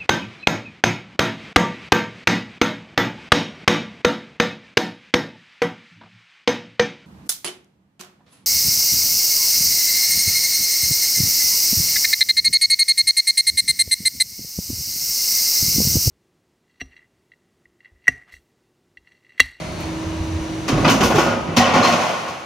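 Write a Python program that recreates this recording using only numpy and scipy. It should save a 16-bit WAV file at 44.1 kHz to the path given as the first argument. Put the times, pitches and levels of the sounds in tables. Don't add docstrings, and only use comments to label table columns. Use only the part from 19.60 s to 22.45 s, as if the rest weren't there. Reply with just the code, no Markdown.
import sys
import numpy as np
from scipy import signal
from scipy.fft import rfft, irfft
from scipy.io import wavfile
from scipy.ndimage import uniform_filter1d

SR = 44100
rng = np.random.default_rng(int(sys.argv[2]) if len(sys.argv) > 2 else 0)


def digitize_waveform(pressure):
    field = np.atleast_2d(pressure).T
    bounded = np.clip(field, -1, 1)
    quanta = np.round(bounded * 32767).astype(np.int16)
    wavfile.write(sys.argv[1], SR, quanta)


N = 125685
TIME = np.arange(N) / SR
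SIZE = 2 ** 18
FREQS = np.maximum(np.arange(SIZE // 2 + 1) * SR / SIZE, 1)


def from_db(db):
    return 10 ** (np.asarray(db) / 20)


def rms_one(x):
    return x / np.sqrt(np.mean(x ** 2) + 1e-20)


def in_time(rows):
    s, *columns = np.transpose(rows)
    return [np.interp(TIME, s, c) for c in columns]


def at_hz(points, hz):
    f, value = np.transpose(points)
    return np.interp(np.log(hz), np.log(f), value)


def drift(rate_hz):
    spectrum = rfft(rng.standard_normal(SIZE))
    return rms_one(irfft(spectrum / (1 + (FREQS / rate_hz) ** 2))[:N])


def coloured(x, db):
    cepstrum = irfft(np.log(from_db(db)))
    cepstrum[1:SIZE // 2] *= 2
    cepstrum[SIZE // 2 + 1:] = 0
    return irfft(rfft(x, SIZE) * np.exp(rfft(cepstrum)))[..., :N]


def octaves(x):
    centres = np.geomspace(50, 12800, num=9)
    spectrum = rfft(x, SIZE)
    for hz, share in zip(centres, np.eye(len(centres))):
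        weight = np.interp(np.log(FREQS), np.log(centres), share)
        yield hz, irfft(spectrum * weight)[..., :N]


def bandpassed(x, low_hz, high_hz):
    return signal.sosfilt(signal.butter(2, [low_hz, high_hz], "band", fs=SR, output="sos"), x)


def stereo_noise(likeness):
    mid, side = rfft(rng.standard_normal((2, SIZE)))
    alike = np.clip(at_hz(likeness, FREQS), -.995, .995)
    common = np.sqrt((1 + alike) / 2) * mid
    opposed = np.sqrt((1 - alike) / 2) * side * [[1], [-1]]
    return irfft(common + opposed)[:, :N]


def dense_ring(t60s, likeness):
    out = 0
    for hz, band in octaves(stereo_noise(likeness)):
        dying = band * from_db(-60 * TIME / max(at_hz(t60s, hz), .005))
        out = out + dying * np.sqrt(np.mean(band ** 2) / np.mean(dying ** 2) / N)
    return out


def convolved(x, response):
    return irfft(rfft(x, SIZE) * rfft(response, SIZE))[..., :N]


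def burst(s, rise, fall):
    rising = np.clip((TIME - s) / max(rise, 1e-4), 0, 1)
    return rising * np.exp(-np.maximum(TIME - s - rise, 0) / max(fall, 1e-3))


def mode(x, hz, t60):
    r = np.exp(-np.log(1000) / (t60 * SR))
    w = 2 * np.pi * hz / SR
    return np.sqrt(1 - r) * signal.lfilter([0, np.sin(w)], [1, -2 * r * np.cos(w), r * r], x + 1e-18)


# hz, t60_s
HALL_T60 = [(60, 2.8), (250, 1.02), (1000, 1.18), (4000, 2), (8000, 0.1), (14000, 0.11)]
# hz, gain_db
HALL_TONE = [(60, -10.5), (300, -2.5), (1000, -1.5), (4000, -8.5), (12000, -2)]
# hz, correlation
HALL_LIKENESS = [(60, 0.95), (200, 0.93), (600, 0.62), (1300, 0.31), (3000, 0.48), (6000, 0.54), (8200, 1),
                 (12000, 0.66)]


def hall(x):
    tail = dense_ring(HALL_T60, HALL_LIKENESS) * np.clip(TIME / 0.024, 0, 1)
    return coloured(convolved(x.mean(axis=0), tail), at_hz(HALL_TONE, FREQS))


# hz, relative_db (per Hz)
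MACHINE_TONE = [(25, -33), (48, -9), (75, -2.5), (125, -4), (170, -4.5), (260, -9), (350, -7.5), (460, -18),
                (600, -12), (780, -20.5), (1000, -18.5), (1500, -25.5), (2200, -25.5), (2800, -27.5),
                (3200, -30), (3900, -29.5), (5300, -34), (6100, -31), (7200, -36.5), (8600, -32.5),
                (9600, -44), (11500, -51), (15500, -51)]
# time_s, bass_db, treble_db
MACHINE_LEVEL = [(0, -34.5, -26), (.17, -32.5, -26.5), (.22, -33, -24), (.32, -31.5, -26.5),
                 (.7, -31.5, -27), (1.05, -30, -26.5), (1.3, -30.5, -18.5), (1.9, -32.5, -32),
                 (2.4, -46, -20), (2.85, -55, -34)]
# time_s, level_db
RUMBLE_LEVEL = [(0, -38), (.4, -37.5), (.62, -30), (.81, -35), (.87, -59), (1.1, -49), (2.0, -50),
                (2.85, -69)]
# time_s, level_db
PUMP_LEVEL = [(0, -41.5), (.18, -43), (.25, -31), (.44, -29), (.7, -29.5), (1.08, -30.5), (1.3, -28),
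              (1.9, -72), (2.4, -46), (2.85, -48)]
# pitch_hz, level_db, start_s, fading_from_s
WHINES = [(167, -38.5, -.1, 1.35), (568, -47, .3, 1.3), (624, -40, -.1, 0.14), (961, -49, .2, 1.3),
          (2055, -50, -.1, .08), (2885, -54, .3, 1.0), (4335, -49, -.2, 0.24), (5770, -58, .35, 1.2),
          (6080, -58, .4, 1.1), (9950, -63, -.2, .16)]
MACHINE_SPLIT_HZ = 445
RUMBLE_HZ, RUMBLE_WIDTH_HZ = 84.5, 13.4
PUMP_HZ, PUMP_WAVER = 320.4, 0.00027
WHINE_FLUTTER_DB, WHINE_FADE_S = 1.3, 0.086


def machine():
    bass_db, treble_db = in_time(MACHINE_LEVEL)
    noise = rms_one(coloured(stereo_noise(HALL_LIKENESS), at_hz(MACHINE_TONE, FREQS)))
    bass = irfft(rfft(noise, SIZE) / (1 + (FREQS / MACHINE_SPLIT_HZ) ** 4))[:, :N]
    whines = 0
    for hz, db, start, end in WHINES:
        gain = from_db(db + WHINE_FLUTTER_DB * drift(3.9))
        tone = rms_one(np.sin(2 * np.pi * hz * TIME + 0.5 * drift(5.4)))
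        fade_in = np.clip((TIME - start) / WHINE_FADE_S, 0, 1)
        fade_out = np.exp(-np.maximum(TIME - end, 0) / WHINE_FADE_S)
        whines = whines + gain * tone * fade_in * fade_out
    half_width = RUMBLE_WIDTH_HZ / 2
    rumble = rms_one(bandpassed(rng.standard_normal(N), RUMBLE_HZ - half_width, RUMBLE_HZ + half_width))
    pump_pitch = PUMP_HZ * (1 + PUMP_WAVER * drift(6.5))
    pump = rms_one(np.sin(2 * np.pi * np.cumsum(pump_pitch) / SR))
    return (from_db(bass_db) * bass + from_db(treble_db) * (noise - bass) + whines
            + from_db(in_time(RUMBLE_LEVEL)[0]) * rumble + from_db(in_time(PUMP_LEVEL)[0]) * pump)


# start_s, rise_s, fall_s, centre_hz, width_hz, level_db
SWELLS = [(-.05, .03, .14, 2200, 380, -41.5), (.17, .05, .06, 2400, 600, -44),
          (.53, .18, .07, 3850, 330, -51.5), (.83, .06, .16, 3880, 450, -50), (-.02, .2, .14, 55, 30, -39)]


def swells():
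    rubbing = stereo_noise(HALL_LIKENESS)
    out = 0
    for s, rise, fall, hz, width, db in SWELLS:
        resonance = rms_one(bandpassed(rubbing, max(hz - width / 2, 10), hz + width / 2))
        out = out + from_db(db) * burst(s, rise, fall) * resonance
    return out


VALVE_S, VALVE_FALL_S, VALVE_DB, VALVE_ABOVE_HZ = .203, .012, -40, 8000


def valve():
    high_pass = signal.butter(2, VALVE_ABOVE_HZ, "high", fs=SR, output="sos")
    hiss = signal.sosfilt(high_pass, stereo_noise(HALL_LIKENESS))
    return from_db(VALVE_DB) * burst(VALVE_S, .002, VALVE_FALL_S) * hiss


# start_s, rise_s, fall_s, pitch_hz, level_db
THUDS = [(.462, 0.012, 0.011, 80, -24.5), (.595, .01, 0.022, 85, -22), (.675, 0.0091, 0.048, 88, -24),
         (.738, 0.022, 0.031, 80, -23.5), (.805, 0.012, 0.011, 80, -22), (1.10, 0.077, 0.1, 47, -28),
         (1.405, 0.053, 0.057, 62, -27.5), (1.964, 0.021, 0.089, 88, -24)]


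def thuds():
    out = 0
    for s, rise, fall, hz, db in THUDS:
        pitch = hz * (1 + 0.148 * drift(16.6))
        tone = rms_one(np.sin(2 * np.pi * np.cumsum(pitch) / SR))
        out = out + from_db(db) * burst(s, rise, fall) * tone
    return out


# start_s, pitch_hz, glide_hz_per_s, level_db, fall_s (time constant)
POPS = [(1.099, 290, -1500, -15.5, 0.017), (1.128, 139.7, 598, -15.5, 0.015),
        (1.246, 1221, -500, -18.5, 0.02), (1.246, 2002, 500, -23, .015), (1.246, 2540, -1500, -19, 0.014),
        (1.245, 4850, 5000, -30, 0.0088), (1.266, 222.7, 600, -14, 0.035), (1.298, 2990, 800, -23.5, 0.033),
        (1.301, 1399, -300, -28, .025), (1.309, 280, -300, -18, .025), (1.35, 218, -200, -21.5, .04),
        (1.406, 197.2, 300, -17, 0.022), (1.433, 473, 200, -20, 0.036), (1.433, 713, -200, -19, 0.016),
        (1.43, 1092, 202, -17, 0.015), (1.438, 222, -900, -16.5, 0.04), (1.524, 1421, 200, -27.5, .035),
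        (1.549, 426, -800, -12, 0.018), (1.554, 143.5, 300, -16, 0.024), (1.582, 338, -300, -9, 0.0093),
        (1.58, 835, -400, -17, 0.016), (1.581, 1087, 900, -15, 0.024), (1.581, 1378, 603, -22, 0.052),
        (1.655, 556.7, -52, -19.5, 0.065), (1.671, 1434, 100, -24, 0.053), (1.713, 2990, -100, -31, 0.022),
        (1.973, 240.2, -42, -11.5, 0.03), (1.973, 4170, -2000, -19.5, 0.023),
        (1.997, 747, -400, -13.5, 0.034), (1.998, 832, -100, -19, 0.032), (2.0, 1865, 2000, -22, .02),
        (2.012, 2990, -1500, -24, 0.015), (2.029, 1066, -200, -20, .028), (2.042, 2960, -500, -22, 0.015),
        (2.139, 811, -100, -20.5, 0.06), (2.146, 1108, 100, -25, 0.021), (2.156, 167.8, 200, -18.5, 0.023),
        (2.165, 252, -54, -16, 0.049), (2.191, 1039, -300, -20, 0.041), (2.226, 1141, 200, -20.5, 0.021),
        (2.228, 4110, 2000, -23.5, 0.033), (2.245, 996, -200, -25, 0.027), (2.272, 2070, 200, -24, .025),
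        (2.272, 4330, -300, -27, .025), (2.289, 720, -250, -16, 0.048), (2.292, 1102, -55, -28, 0.069),
        (2.314, 2650, -4000, -23, 0.015), (2.371, 1096, -18, -24, 0.068), (2.679, 1090, 97, -23, 0.0086)]
POP_RISE_S, POP_WAVER = 0.0018, .014
POP_BUZZ_DB, POP_BUZZ_HZ = 4.5, 170


def pops():
    wobble = drift(49.6)
    buzz = rms_one(from_db(POP_BUZZ_DB * np.clip(drift(POP_BUZZ_HZ), -2, 2)))
    turns = rng.random(len(POPS))
    out = 0
    for (s, hz, glide, db, fall), turn in zip(POPS, turns):
        shift = int(turn * N)
        slide = glide * np.clip(TIME - s, 0, 2 * fall)
        pitch = hz * (1 + POP_WAVER * np.roll(wobble, shift)) + slide
        rough = np.roll(buzz, shift) ** min(hz / 1000, 1)
        tone = np.sqrt(2) * np.sin(2 * np.pi * (turn + np.cumsum(pitch) / SR))
        out = out + from_db(db) * burst(s, POP_RISE_S, fall) * rough * tone
    return out


# start_s, rise_s, fall_s (time constant), level_db, extra_boom_db, brightness_db_per_octave, dull_above_hz
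BLOWS = [(1.078, 0.0055, 0.02, -20, -6, 2.5, 7460), (1.107, 0.012, 0.059, -25, 8, 0.5, 5840),
         (1.167, 0.008, 0.061, -25.5, 10, -1.3, 5000), (1.2464, 0.0016, 0.018, -12.5, -4, 3, 2500),
         (1.272, 0.006, .028, -17.5, 6, 5, 3100), (1.292, 0.0079, 0.036, -20, -4, 3, 13000),
         (1.403, 0.0042, 0.036, -13.5, -3.5, 0.26, 8100), (1.427, 0.0073, 0.045, -24.5, 1.5, 3.5, 18000),
         (1.499, 0.002, 0.058, -17.5, -1.5, -1.5, 12000), (1.543, 0.014, 0.04, -18.5, -11, 0.5, 13400),
         (1.578, 0.0042, 0.064, -16.5, -7.5, 0.5, 12400), (1.655, 0.01, 0.064, -17.5, -5, -3, 8900),
         (1.718, 0.0032, 0.028, -23.5, -7, 0, 3170), (1.859, 0.017, 0.31, -32.5, 7.5, 0, 3000),
         (1.962, 0.0076, 0.029, -15.5, -5.5, 3.5, 7100), (2.003, 0.013, 0.025, -15, -13, 0.5, 5800),
         (2.049, 0.00234, 0.15, -14.5, -14.5, -1, 5340), (2.133, 0.0086, 0.071, -11.5, -7.5, -1, 7960),
         (2.174, 0.0057, 0.021, -17, -12, -1.5, 5970), (2.212, 0.037, 0.06, -15.5, -10.5, 1.04, 7100),
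         (2.258, 0.032, 0.036, -29.5, -14, 2.5, 11900), (2.294, 0.0041, 0.005, -21, 0, 1, 7000),
         (2.321, 0.0019, 0.044, -17.5, -11, 1, 7000), (2.37, 0.045, 0.17, -20.5, -20, -0.4, 8800),
         (2.665, 0.021, 0.045, -30, -11, 0, 11800)]
CONTACTS_PER_S, CONTACT_SPREAD_DB = 1500, 4.0
CREST_CONTACT_DB = 12
BOOM_HZ, BRIGHT_FROM_HZ = 467, 600


def contacts():
    spread = CONTACT_SPREAD_DB * np.minimum(rng.exponential(1, N), 3)
    sizes = from_db(spread) * rng.choice([-1, 1], N)
    clicks = sizes * (rng.random(N) < CONTACTS_PER_S / SR)
    clicks = clicks / np.sqrt(np.abs(uniform_filter1d(clicks ** 2, size=300)) + 0.0012)
    s, rise, _, db, boom_db, bright_db, dull_hz = np.transpose(BLOWS)
    clicks[((s + rise) * SR).astype(int)] = from_db(CREST_CONTACT_DB)
    powers = np.array([burst(*row[:3]) ** 2 for row in BLOWS])
    for hz, band in octaves(clicks):
        boom = boom_db / (1 + (hz / BOOM_HZ) ** 4)
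        bright = bright_db * max(np.log2(hz / BRIGHT_FROM_HZ), 0)
        gains = from_db(db + boom + bright)
        envelope = np.sqrt((gains ** 2 / (1 + (hz / dull_hz) ** 4)) @ powers)
        yield band * envelope, (clicks * envelope) ** 2


PING_LOW_HZ, PING_HIGH_HZ, PING_T60_S = 561, 6506, 0.12
PING_DB, PING_SPREAD_DB = -25, 9.5


def pings(force, count=40):
    pitches = np.geomspace(PING_LOW_HZ, PING_HIGH_HZ, count) * (1 + 0.0206 * rng.standard_normal(count))
    steps = np.arange(0, 3, .04)
    reach = from_db(PING_SPREAD_DB * np.clip(rng.standard_normal((count, len(steps))), -2, 2))
    out = 0
    for hz, strength in zip(pitches, reach):
        push = force * np.interp(TIME, steps, rms_one(strength))
        out = out + from_db(PING_DB) * mode(push, hz, PING_T60_S)
    return out


# hz, relative_db
SHEET_TONE = [(30, -32), (60, -18), (100, 6.5), (160, 9), (235, 9.5), (310, 4.5), (450, 2), (620, 2),
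              (730, 3), (820, 0), (880, -3), (1090, 1.5), (1200, -2.5), (1460, -3), (1600, -9), (2050, -6),
              (2450, -6), (2950, -8), (3300, -10.5), (4200, -15), (5200, -12), (6500, -14.5), (8000, -21.5),
              (9200, -22), (11000, -31.5), (13000, -23.5), (15500, -31)]
# hz, t60_s
SHEET_T60 = [(60, 0.23), (250, 0.061), (1000, 0.1), (4000, 0.06), (14000, 0.027)]
# pitch_hz, level_before_landing_db, level_after_landing_db, t60_s
MODES = [(164.6, -27, -22, 0.33), (234, -22, -19.5, 0.16), (563, -29, -28, 1), (617, -28.5, -25, 0.55),
         (739, -26, -22, 0.25), (825, -29, -29, 0.23), (982, -32, -26, 0.31), (1087, -27, -19.5, 0.29),
         (1254, -18.5, -25, 0.48), (1413, -21, -30, 0.35), (1458, -23, -26, 0.44), (1883, -43, -22, 0.26),
         (2070, -35, -24, 0.62), (2600, -42, -34, 0.3), (2970, -21, -23, 0.33), (3110, -22, -29, 0.33),
         (3170, -24, -19.5, 0.25), (4210, -40, -17, 0.15), (4320, -29, -14, 0.25)]
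# hz, correlation
DIRECT_LIKENESS = [(60, 1), (400, 0.99), (1300, 0.56), (4000, 0.41), (8000, 0.81), (12000, 0.44)]
SHEET_DB, LANDING_S = 11, 1.94
SHARED_DB, SHIFTING_DB = -7.5, -0.5


def panel():
    force, shifting = 0, 0
    for (push, energy), (hz, noise) in zip(contacts(), octaves(stereo_noise(DIRECT_LIKENESS))):
        kept = from_db(-120 / (at_hz(SHEET_T60, hz) * SR))
        stored = signal.lfilter([1 - kept], [1, -kept], energy + 1e-18)
        shifting = shifting + noise * np.sqrt(stored)
        force = force + push
    shared = convolved(force, dense_ring(SHEET_T60, DIRECT_LIKENESS))
    rings = 0
    for hz, held_db, landed_db, t60 in MODES:
        gain = np.where(TIME < LANDING_S, from_db(held_db), from_db(landed_db))
        rings = rings + mode(force * gain, hz, t60)
    ringing = from_db(SHIFTING_DB) * shifting + from_db(SHARED_DB) * shared + rings + pings(force)
    return coloured(ringing, SHEET_DB + at_hz(SHEET_TONE, FREQS))


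POP_ROOM_DB = -11.5


def scene():
    sheet, rings = panel(), pops()
    background = machine() + swells() + valve() + thuds()
    return background + sheet + rings + hall(sheet + from_db(POP_ROOM_DB) * rings)


# hz, left_minus_right_db
BALANCE = [(60, -0.5), (220, -2.5), (600, -0.5), (1300, 0.5), (5000, 1.7), (9000, -0.5)]
# hz, left_lag_radians
TREBLE_LAG = [(5000, 0), (6000, .4), (7000, 1.3), (7700, 2.5), (8200, 3.14), (9000, 3.9), (10500, 5.6),
              (12000, 6.6), (13200, 7.7), (15500, 9)]
CUTOFF_HZ = 15800


def record(dry):
    sides = np.array([[.5], [-.5]])
    ports = from_db(sides * at_hz(BALANCE, FREQS)) * np.exp(-1j * sides * at_hz(TREBLE_LAG, FREQS))
    placed = irfft(rfft(dry, SIZE) * ports)[:, :N]
    rounded = np.tanh(placed / 1.3) * 1.3
    low_pass = np.clip((CUTOFF_HZ - FREQS) / 200 + .5, 0, 1)
    return irfft(rfft(rounded, SIZE) * low_pass)[:, :N]


dry = scene()
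out = record(dry)
digitize_waveform(out)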